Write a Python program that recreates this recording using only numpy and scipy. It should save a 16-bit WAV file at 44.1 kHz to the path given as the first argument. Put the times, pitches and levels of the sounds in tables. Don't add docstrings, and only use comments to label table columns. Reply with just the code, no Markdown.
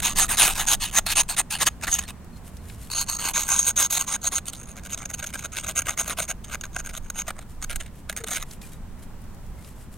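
import sys
import numpy as np
from scipy import signal
from scipy.fft import rfft, irfft, next_fast_len
from scipy.io import wavfile
from scipy.ndimage import uniform_filter1d

SR = 44100
rng = np.random.default_rng(int(sys.argv[2]) if len(sys.argv) > 2 else 0)


def store_pcm(level_fs):
    pcm = np.round(np.clip(level_fs, -1, 1) * 32767).astype(np.int16)
    wavfile.write(sys.argv[1], SR, np.atleast_2d(pcm).T)


N = 439677

# pitch_hz, side_level_db (unrelated side against mid), left_louder_db, left_lead_rad
CLOSE_PORTS = [(402.7, -10.5, -3.5, 0.25), (600, -14, 3, 0.32), (1100, -28, 1.5, 0.056),
               (1688, -19, 2, 0.183), (2276, -18, 1.4, 0.089), (3033, -16.5, 1.5, .15),
               (4940, -8, 2.5, 0.0287), (6400, -13, 0.73, 0.95), (7500, -9, 0.5, .1),
               (8600, -6, 0.17, 0.76), (10500, -12.5, 2, 1), (15200, -1.5, 3, .4)]


def undb(db):
    return np.exp(np.asarray(db) * np.log(10) / 20)


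def unit(x):
    return x / np.sqrt(np.mean(x ** 2))


def ring(x, hz, width_hz):
    return signal.lfilter(*signal.iirpeak(hz, hz / width_hz, fs=SR), x)


def spectrum_grid():
    size = next_fast_len(N)
    return size, np.maximum(np.arange(size // 2 + 1) * SR / size, 1)


def colour(x, points_db):
    hz, db = np.transpose(points_db)
    size, bins_hz = spectrum_grid()
    gain = undb(np.interp(np.log(bins_hz), np.log(hz), db))
    return irfft(rfft(x, size) * gain, size)[..., :N]


def walk(rate):
    hold = int(SR / rate)
    steps = np.repeat(rng.standard_normal(N // hold + 1), hold)
    slewed = uniform_filter1d(uniform_filter1d(steps, hold), hold)
    return 1.3 * slewed[:N]


def contact(rows, land_db, leave_db, lift_db, land_s, lift_s):
    gain = np.zeros(N)
    t = np.arange(N) / SR
    for (start, swell, fade, db), landing in zip(rows, land_db):
        peak, end = start + max(swell, 1 / SR), start + swell + fade
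        a, b = max(int((start - land_s) * SR), 0), int((end + lift_s) * SR)
        arch = np.interp(t[a:b], [start, peak, end], [-1, 0, 1])
        roundness = 1.321
        under = np.where(arch < 0, landing, leave_db) * np.abs(arch) ** roundness
        edges_s = [start - land_s, start, end, end + lift_s]
        under = under + np.interp(t[a:b], edges_s, [lift_db, 0, 0, lift_db])
        gain[a:b] = np.maximum(gain[a:b], undb(db - under))
    return gain


def grains(rate, scatter_db, fade_s, bed, snap):
    sizes = (rng.random(N) < rate / SR) * undb(scatter_db * rng.standard_normal(N))
    power = signal.lfilter([1], [1, -np.exp(-2 / (fade_s * SR))], sizes ** 2)
    usual = power.mean() * rate / np.mean(rate)
    scale = np.sqrt((bed + 1) * usual)
    rattle = np.sqrt(bed * usual + power) / scale
    clicks = snap * sizes / scale
    return rattle, clicks


def spread(pair, ports):
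    hz, *columns = np.transpose(ports)
    size, bins_hz = spectrum_grid()
    side_db, left_db, lead_rad = (np.interp(np.log(bins_hz), np.log(hz), c) for c in columns)
    mid, side = rfft(pair, size)
    side = side * undb(side_db)
    tilt = undb(left_db / 2) * np.exp(1j * lead_rad / 2)
    return irfft([mid * tilt + side, mid / tilt - side], size)[:, :N]


def outdoors():
    # pitch_hz, density_db (per Hz)
    air_colour = [(20, -11), (65, -13.5), (120, -15.5), (190, -11.5), (300, -23), (500, -28.5),
                  (1000, -30.5), (1600, -36), (2500, -42), (5000, -53.5), (8500, -48.5), (16000, -73)]
    # pitch_hz, side_level_db (against mid), left_louder_db, left_lead_rad
    air_ports = [(30, -10, -0.5, .01), (101.6, -14, -3, .01), (200, -13, -2, .01), (400, -7.5, -1.5, .01),
                 (2426, -7, -0.5, .01), (4400, 1, -0.5, .01), (15010, 1, -1.47, .01)]
    # peak_s, level_db, fall_s (time to drop 10 dB either side; its sign has no effect)
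    puffs = [(0.1, -38.5, 0.51), (0.5, -42, -0.22), (0.81, -40, 0.17), (1.19, -44.5, .2),
             (1.899, -34, -0.02), (2.25, -46.5, -0.01), (3.19, -47.5, -0.21), (6.78, -42, 0.3459),
             (7.08, -45, -0.29), (7.72, -32.5, 0.1366), (8.39, -40, -0.06), (9.08, -43, -0.55),
             (9.55, -56, -0.9)]
    t = np.arange(N) / SR

    air = unit(colour(rng.standard_normal((2, N)), air_colour))
    air = air * undb(-44.5 + 1.1 * walk(1.45))

    rumble_colour = [(30, -36.5), (50, 4), (75, 0.5), (130, -8), (300, -44)]
    rumble = unit(colour(rng.standard_normal((2, N)), rumble_colour))
    rumble = rumble * undb(-45 - walk(2.5))

    wind_colour = [(8, -25.0), (16, 1.5), (32, -7.5), (60, -29), (200, -62.5)]
    wind = unit(colour(rng.standard_normal((2, N)), wind_colour))
    calm = undb(-51)
    wind = wind * (calm + sum(undb(db - 10 * ((t - s) / fall) ** 2) for s, db, fall in puffs))
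    return spread(air + rumble + wind, air_ports)


def chirps():
    # start_s, length_s, start_hz, end_hz, level_db (RMS before the flutter)
    tones = [(1.71, 0.032, 4260, 4240, -71), (2.047, 0.026, 4260, 4250, -53.5),
             (2.318, 0.07, 4250, 4170, -62), (2.57, 0.067, 4220, 4140, -69.5),
             (2.815, 0.052, 4150, 4320, -60), (8.191, 0.08, 480, 428, -47),
             (8.625, 0.0484, 2450, 2397, -60.5), (8.72, 0.0345, 3780, 3805, -63.5),
             (9.58, 0.036, 2100, 2146, -59)]
    out = np.zeros(N)
    for s, length, from_hz, to_hz, db in tones:
        i, n = int(s * SR), int(length * SR)
        phase = 2 * np.pi * np.cumsum(np.linspace(from_hz, to_hz, n)) / SR
        tone = np.sqrt(2) * np.sin(phase) * signal.windows.tukey(n, .6)
        out[i:i + n] += undb(db) * tone
    flutter = undb(5 * walk(200))
    return out * flutter


def fingers():
    # start_s, swell_s, fade_s, peak_db
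    slides = [(2.317, 0.064, .02, -57.5), (2.438, 0.0354, 0.021, -46.5), (2.516, 0.0346, 0.048, -56),
              (2.619, 0.093, 0.074, -49), (2.777, 0.043, 0.091, -47.5), (7.48, 0.033, 0.053, -54),
              (7.927, .06, 0.036, -55.5), (8.461, 0.073, 0.0357, -47), (8.614, 0.0046, 0.102, -46.5),
              (8.708, 0.014, 0.045, -48), (8.988, 0.0083, 0.0156, -54.5), (9.02, 0.0121, 0.017, -49),
              (9.565, 0.107, .07, -51.5), (9.74, 0.082, 0.037, -52), (9.914, 0.0164, 0.036, -51)]
    # start_s, level_db, centre_hz
    taps = [(2.245, -45, 9000), (2.37, -43.5, 6500), (2.569, -35.5, 6000), (2.698, -27, 2260),
            (8.511, -30.5, 4999), (8.616, -32, 3500), (8.991, -49.5, 6000), (9.029, -53.5, 6000),
            (9.218, -45, 10060), (9.24, -47.5, 10000), (9.346, -44.5, 9000), (9.464, -46.5, 9000),
            (9.646, -36, 4000)]
    # pitch_hz, density_db (per Hz)
    skin_colour = [(1500, -2.5), (3000, -2), (5000, -6), (8500, 1), (12000, -1.5), (16000, -14.5)]
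    skin = unit(colour(rng.standard_normal((2, N)), [(700, -33)] + skin_colour))
    edge_db = 12
    sliding = contact(slides, np.full(len(slides), edge_db), edge_db, lift_db=8.5, land_s=.008, lift_s=0.013)
    rattle, clicks = grains(rate=380, scatter_db=5.7, fade_s=0.0032, bed=1.0, snap=.1)
    out = skin * sliding * (rattle + clicks)

    t = np.arange(int(.012 * SR)) / SR
    for s, db, hz in taps:
        i = int(s * SR)
        burst = rng.standard_normal((2, len(t))) * np.exp(-t / 0.0042)
        out[:, i:i + len(t)] += undb(db) * ring(burst, hz, 0.6 * hz)
    return spread(out, CLOSE_PORTS)


def body(modes, force, clicks, share, patchy_db, hold):
    drive = (rng.standard_normal((2, N)) * force + clicks) * share
    norm = np.sqrt(sum(undb(np.array(db)) ** 2 * np.pi * width / SR for _, width, *db in modes))
    out = np.zeros((2, N))
    for k, (hz, width, *db) in enumerate(modes):
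        level = (undb(db) / norm)[hold % len(db)]
        reach = undb(patchy_db * walk(40))
        out += (-1) ** k * ring(drive * level * reach, hz, width)
    return out


def scrub():
    # start_s, swell_s, fade_s, peak_pressure_db, landing_db (under the peak),
    # low_bone_ring_db, stone_ring_db (both against the peak)
    strokes = np.array([(0.0, 0.0018, 0.0065, -19, 2, -15, -13.5),
                        (0.022, 0.0382, 0.0726, -14.5, 10.5, -14.5, -10),
                        (0.158, 0.0492, 0.0582, -12, 11, -15, -6.0),
                        (0.286, 0.03464, 0.041, -16, 12.5, -11.5, -9.5),
                        (0.373, 0.0549, 0.109, -8, 9, -16.5, -12.5),
                        (0.542, 0.062, 0.0489, -14.5, 20.5, -14.5, -17),
                        (0.671, 0.067, 0.0156, -11.5, 10, -16.5, -7.5),
                        (0.804, 0.0396, 0.0558, -16.5, 8, -20, -18),
                        (0.923, 0.0624, 0.0157, -11.5, 20, -14, -7.0),
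                        (1.064, 0.0598, 0.0207, -15.5, 2, -18, -21),
                        (1.157, 0.04655, 0.01477, -7, 9.5, -16.5, -11),
                        (1.286, 0.0129, 0.0515, -15.5, 10.5, -17.5, -16),
                        (1.369, 0.0286, 0.0184, -10.5, 11.5, -15, -12.5),
                        (1.505, 0.0193, 0.0488, -14.5, 6.5, -20.0, -17),
                        (1.588, 0.0377, 0.018, -10, 19, -15.5, -14.5),
                        (1.657, 0.0146, 0.01476, -6.5, 21.5, -14, -7.5),
                        (1.809, 0.0341, 0.0158, -24.5, 17.5, -10.5, -11.5),
                        (1.87, 0.0105, 0.042, -25.5, 4.5, -8, -3.5),
                        (1.899, 0.0394, 0.066, -21.5, 5, -17, -3.5),
                        (1.979, 0.0108, 0.022, -21.5, 10.5, -17.0, -10.5),
                        (2.012, 0.027, 0.0154, -31.0, 5, -12.5, -16.5),
                        (2.075, 0.0216, 0.0187, -23.5, 13.5, -15.5, -19.5),
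                        (2.91, 0.1082, 0.0231, -18, 12.5, -18.5, -6.5),
                        (3.064, 0.0405, 0.0243, -23.5, 15.5, -14.5, -4),
                        (3.125, 0.0235, 0.0295, -26, 1.5, -17.5, -6),
                        (3.186, 0.102, 0.034, -21, 8, -12.5, -6.0),
                        (3.337, 0.0305, 0.0972, -18, 10, -13, -3),
                        (3.466, 0.0526, 0.15, -20, 16.5, -12.5, -2.5),
                        (3.568, 0.0267, 0.0314, -22.0, 5, -15, 1.0),
                        (3.645, 0.0315, 0.0384, -16.5, 14.0, -13.5, 2.0),
                        (3.765, 0.0405, 0.0656, -15, 8, -14.5, -1.5),
                        (3.902, 0.0769, 0.00305, -17.0, 8.5, -16, -4),
                        (3.981, 0.0234, 0.0422, -21, 8.5, -12.5, -0.5),
                        (4.067, 0.0845, 0.0077, -24, 6.0, -11, -3.0),
                        (4.214, 0.0598, 0.0142, -18.5, 22, -14.5, -0.5),
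                        (4.313, 0.0121, 0.0345, -19.5, 17, -14, -13.5),
                        (4.352, 0.0315, 0.0108, -21.5, 3, -17.5, -6),
                        (4.457, 0.0255, 0.0188, -24.5, 18.0, -20, -7.5),
                        (4.53, 0.0019, 0.0426, -29.5, 4.5, -21.5, -13),
                        (4.577, 0.0322, 0.018, -42.5, 7, -9.5, 1),
                        (4.628, 0.0038, 0.044, -44.0, 15.5, -13, 3.5),
                        (4.669, 0.0254, 0.0436, -36.0, 15, -14, -2.5),
                        (4.76, 0.0192, 0.0334, -40.5, 2, -8.5, -8.5),
                        (4.828, 0.0239, 0.029, -36.5, 15.5, -8.5, -1.5),
                        (4.894, 0.0484, 0.0122, -28.5, 12.5, -14.5, -4.5),
                        (4.976, 0.0042, 0.03, -31, 3, -13, -8),
                        (5.008, 0.014, 0.0234, -37.5, 16.5, -1.5, -4.5),
                        (5.054, 0.0033, 0.0029, -28.5, 10.5, -5.5, 4.5),
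                        (5.089, 0.0166, 0.0197, -35, 20, -6, 1.5),
                        (5.134, 0.0076, 0.0127, -21.5, 16.0, -17.5, -3.0),
                        (5.173, 0.0229, 0.0173, -28.5, 19.5, -12.5, -10.0),
                        (5.225, 0.0217, 0.0105, -34.5, 4, -7.5, -3.5),
                        (5.258, 0.0158, 0.0115, -28, 16, -17.5, -6.5),
                        (5.289, 0.0137, 0.012, -38, 6.0, -11.5, -6),
                        (5.331, 0.0111, 0.0356, -28, 6.5, -10, -7),
                        (5.375, 0.0234, 0.022, -33.5, 7, -11.0, -4),
                        (5.424, 0.0344, 0.00755, -27.5, 15.5, -9, -5.5),
                        (5.522, 0.0189, 0.033, -32.5, 4, -9.5, -1.0),
                        (5.558, 0.0193, 0.0449, -24, 11, -14.5, -8),
                        (5.627, 0.0179, 0.0171, -25, 19.0, -10.5, -10),
                        (5.665, 0.0261, 0.0301, -25, 10.5, -9.5, -3.5),
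                        (5.756, 0.032, 0.0282, -23.0, 7, -12.5, -1.5),
                        (5.856, 0.03, 0.0588, -23.5, 8.5, -9.0, -5.0),
                        (5.975, 0.0152, 0.0557, -21.0, 8, -11, -3.5),
                        (6.057, 0.0588, 0.0232, -24.5, 16, -8, -4),
                        (6.173, 0.014, 0.0665, -22, 7.5, -12, -6),
                        (6.216, 0.0072, 0.0237, -21.5, 6, -12.5, -1.5),
                        (6.281, 0.0248, 0.0168, -23, 15.5, -7.5, -2.5),
                        (6.435, 0.0115, 0.0188, -40, 20.0, -10.5, -5.5),
                        (6.473, 0.0812, 0.003, -28.0, 19.5, -7, -7.5),
                        (6.614, 0.001, 0.0061, -39.5, 2, -17.5, -2),
                        (6.633, 0.0074, 0.0327, -35.5, 20, -6.5, -3.5),
                        (6.72, 0.0257, 0.0154, -42, 17, -7.5, 5),
                        (6.755, 0.011, 0.0133, -30, 18.5, -2, -6.5),
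                        (6.781, 0.0204, 0.0096, -31.5, 15, -9, 0),
                        (6.834, 0.0365, 0.0072, -30.5, 28, -7, 1),
                        (6.882, 0.0134, 0.0196, -32.0, 12, -10.0, -10.5),
                        (6.93, 0.0486, 0.0087, -30.5, 9.5, -11.0, -2.5),
                        (7.024, 0.046, 0.041, -49.5, 10, -8.5, -1.5),
                        (7.099, 0.00252, 0.0041, -22.5, 26, -13, 0.5),
                        (7.146, 0.0555, 0.02, -28.5, 14.0, -10, -3.5),
                        (7.266, 0.0193, 0.0213, -28, 9, -9.5, -9.5),
                        (7.302, 0.00333, 0.0095, -27, 18.0, -5.5, -22),
                        (7.352, 0.049, 0.007, -48.5, 10, -3.5, -9),
                        (7.402, 0.0223, 0.014, -38, 11.5, -15, -19),
                        (7.61, 0.0202, 0.006, -34, 16.5, -9.5, -9.0),
                        (7.635, 0.0104, 0.0063, -29, 17, -13.0, -1),
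                        (7.696, 0.0041, 0.0506, -31.5, 5.5, -7, -7),
                        (7.76, 0.0021, 0.0078, -28.5, 1, -13, -1.5),
                        (7.797, 0.0103, 0.0173, -25.5, 16, -10.5, -10),
                        (7.831, 0.0387, 0.0187, -41.5, -1, -12.5, -19),
                        (8.085, 0.0104, 0.026, -30, 23, -8.5, -11.5),
                        (8.166, 0.0191, 0.0417, -36, -3.5, -8, -3),
                        (8.234, 0.0068, 0.0076, -30.5, 23, -11.5, -4),
                        (8.269, 0.0898, 0.0482, -24.5, 7.5, -13, -10.5),
                        (8.408, 0.0205, 0.0089, -29.5, 6.5, -12.5, -5.0)])
    # start_s, bite_db (relative force)
    catches = [(0.0293, -24), (0.1667, -18.5), (0.185, -17), (0.2284, -7), (0.291, -19.5), (0.387, -5),
               (0.4373, -6), (0.453, -8.5), (0.509, -20), (0.5265, -37), (0.555, -15.5), (0.585, -23),
               (0.6447, -31), (0.6643, -22), (0.685, -3.5), (0.8298, -20), (0.912, -20), (0.9656, -9),
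               (1.0648, -6.5), (1.288, -18), (1.2332, -21.5), (1.346, -20.5), (1.509, -17.5), (1.536, -19),
               (1.552, -9), (1.574, -20), (1.836, -14), (1.8709, -17), (1.8772, -14.5), (1.915, -15.5),
               (1.9297, -20.5), (1.9916, -9.5), (2.0374, -23), (2.901, -18.5), (2.915, -17.5),
               (2.9353, -15.5), (2.9825, -9.5), (3.098, -13.5), (3.1242, -15), (3.1508, -20),
               (3.167, -19.5), (3.193, -20), (3.336, -27.5), (3.357, -21), (3.4888, -14), (3.5626, -12),
               (3.5921, -11.5), (3.707, -16.5), (3.9045, -25), (3.8275, -12.5), (3.938, -21), (3.973, -10),
               (4.161, -20), (4.3815, -12), (4.4832, -14), (4.4983, -23.5), (4.5337, -18), (4.634, -33.5),
               (4.8691, -31), (4.9098, -26.5), (4.925, -26), (5.101, -28.5), (5.1397, -24), (5.2276, -23.5),
               (5.3387, -31), (5.445, -26), (5.569, -17), (5.64, -24.5), (5.7592, -16.5), (5.7898, -16.5),
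               (5.8194, -17), (5.895, -27), (5.9953, -17), (6.0786, -19.5), (6.186, -14), (6.2016, -10),
               (6.2244, -19.5), (6.24, -24.5), (6.444, -29), (6.4964, -32), (6.513, -35), (6.611, -23),
               (6.6376, -24), (6.7635, -20.5), (6.7893, -29), (6.8928, -32.5), (6.977, -26), (7.1, -19.5),
               (7.19, -16), (7.218, -22), (7.2802, -17.5), (7.3046, -19), (7.3903, -28), (7.6248, -19.5),
               (7.641, -27), (7.7322, -32.5), (7.7587, -15.5), (7.8006, -27), (8.0968, -12.5), (8.115, -33),
               (8.127, -23.5), (8.1644, -20.5), (8.186, -29), (8.2026, -35.5), (8.2393, -22),
               (8.2674, -30.5), (8.284, -18.5), (8.31, -17), (8.321, -29.5), (8.3321, -14), (8.348, -21.5),
               (8.358, -15.5), (8.371, -16), (8.426, -29)]
    hold_changes = [2.4, 3.33, 4.6, 7.5]
    # pitch_hz, width_hz, then level_db in each of the five holds
    bone_low = [(617.7, 130, -13.5, -11, -8, -5, -2), (794.4, 182.4, -5.5, -7, -5.5, -9, -9),
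                (1068.4, 356, -4, -1.5, -1.5, -5.5, -11), (1277.8, 385, -4, -1.5, -1, -1, -0.5),
                (1557.7, 283, -3.5, -1.5, -1.5, 1, 3.5), (1701.6, 266, -3.5, -7.5, -6.5, -5.5, 2),
                (2184.5, 335, -11.5, -10.5, -8.5, -6.5, -2)]
    bone_high = [(2563, 240.4, -7, -3, -2, -3, 0), (2971, 349, -7, 0, -0.5, -3, 2.5),
                 (3793.4, 433, -10, -4, 1, -4.5, 1), (4347, 219, -9.5, 7, 0, -8, -0.5),
                 (5353, 2280, -16.5, -35.5, -9.5, -13, -6.5)]
    # pitch_hz, width_hz, level_db
    stone_low = [(6500, 169, 7.5), (6780, 370, -7)]
    stone_high = [(8559, 290, 0), (9585, 761, -4), (10570, 3110, -10), (13540, 300, -10),
                  (14520, 2200, -24.5), (6990, 790, -10.5)]
    t = np.arange(N) / SR

    pressure = contact(strokes[:, :4], strokes[:, 4], leave_db=17, lift_db=21.24, land_s=0.00782, lift_s=0.0065)
    packed = np.minimum(pressure / undb(-20), 1)
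    rattle, clicks = grains(200 + 400 * packed, scatter_db=3.15, fade_s=0.001416,
                            bed=0.11 + 0.69 * packed, snap=2.7)
    force, clicks = pressure * rattle, pressure * clicks

    blows = np.zeros(N)
    for s, db in catches:
        blows[int(s * SR)] = undb(db)
    catch_fade_s = 0.00256
    catch_rattle = signal.lfilter([1], [1, -np.exp(-1 / (catch_fade_s * SR))], 0.641 * blows)
    force = np.hypot(force, catch_rattle)
    clicks = (clicks + 3.47 * blows) * np.sign(rng.standard_normal((2, N)))

    stroke = np.clip(np.searchsorted(strokes[:, 0] - .006, t) - 1, 0, None)
    low, stone = (uniform_filter1d(undb(column[stroke]), size=100) for column in strokes.T[-2:])
    hold = np.searchsorted(hold_changes, t)
    hiss = undb([-7.5, -8.5, -7, -8, -5.5])[hold] * stone ** 0.2976

    rasp = undb(7.5) * body(bone_low, force, clicks, low, 2.072, hold)
    rasp += undb(-11.5) * body(bone_high, force, clicks, 1, 2.723, hold)
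    rasp += undb(-1.35) * body(stone_low, force, clicks, stone, 3.225, hold)
    rasp += undb(1.5) * body(stone_high, force, clicks, hiss, 2.98, hold)
    rasp = signal.sosfilt(signal.butter(N=3, Wn=520, btype="high", fs=SR, output="sos"), rasp)
    rasp = rasp + undb(-15.0) * body([(311, 300, 0)], force, clicks, low, 1.6, hold)

    wash = rng.standard_normal(SR // 4) * undb(-60 * t[:SR // 4] / 0.152 - 55)
    rasp = rasp + signal.fftconvolve(rasp, wash[None, :])[:, :N]
    balance_db = -2
    return spread(rasp, CLOSE_PORTS) * undb([[balance_db / 2], [-balance_db / 2]])


def scene():
    return outdoors() + chirps() + fingers() + scrub()


def record(dry):
    soft = np.tanh(1.1 * dry) / 1.1
    return signal.sosfilt(signal.ellip(12, .2, 100, 15900, fs=SR, output="sos"), soft)


dry = scene()
out = record(dry)
store_pcm(out)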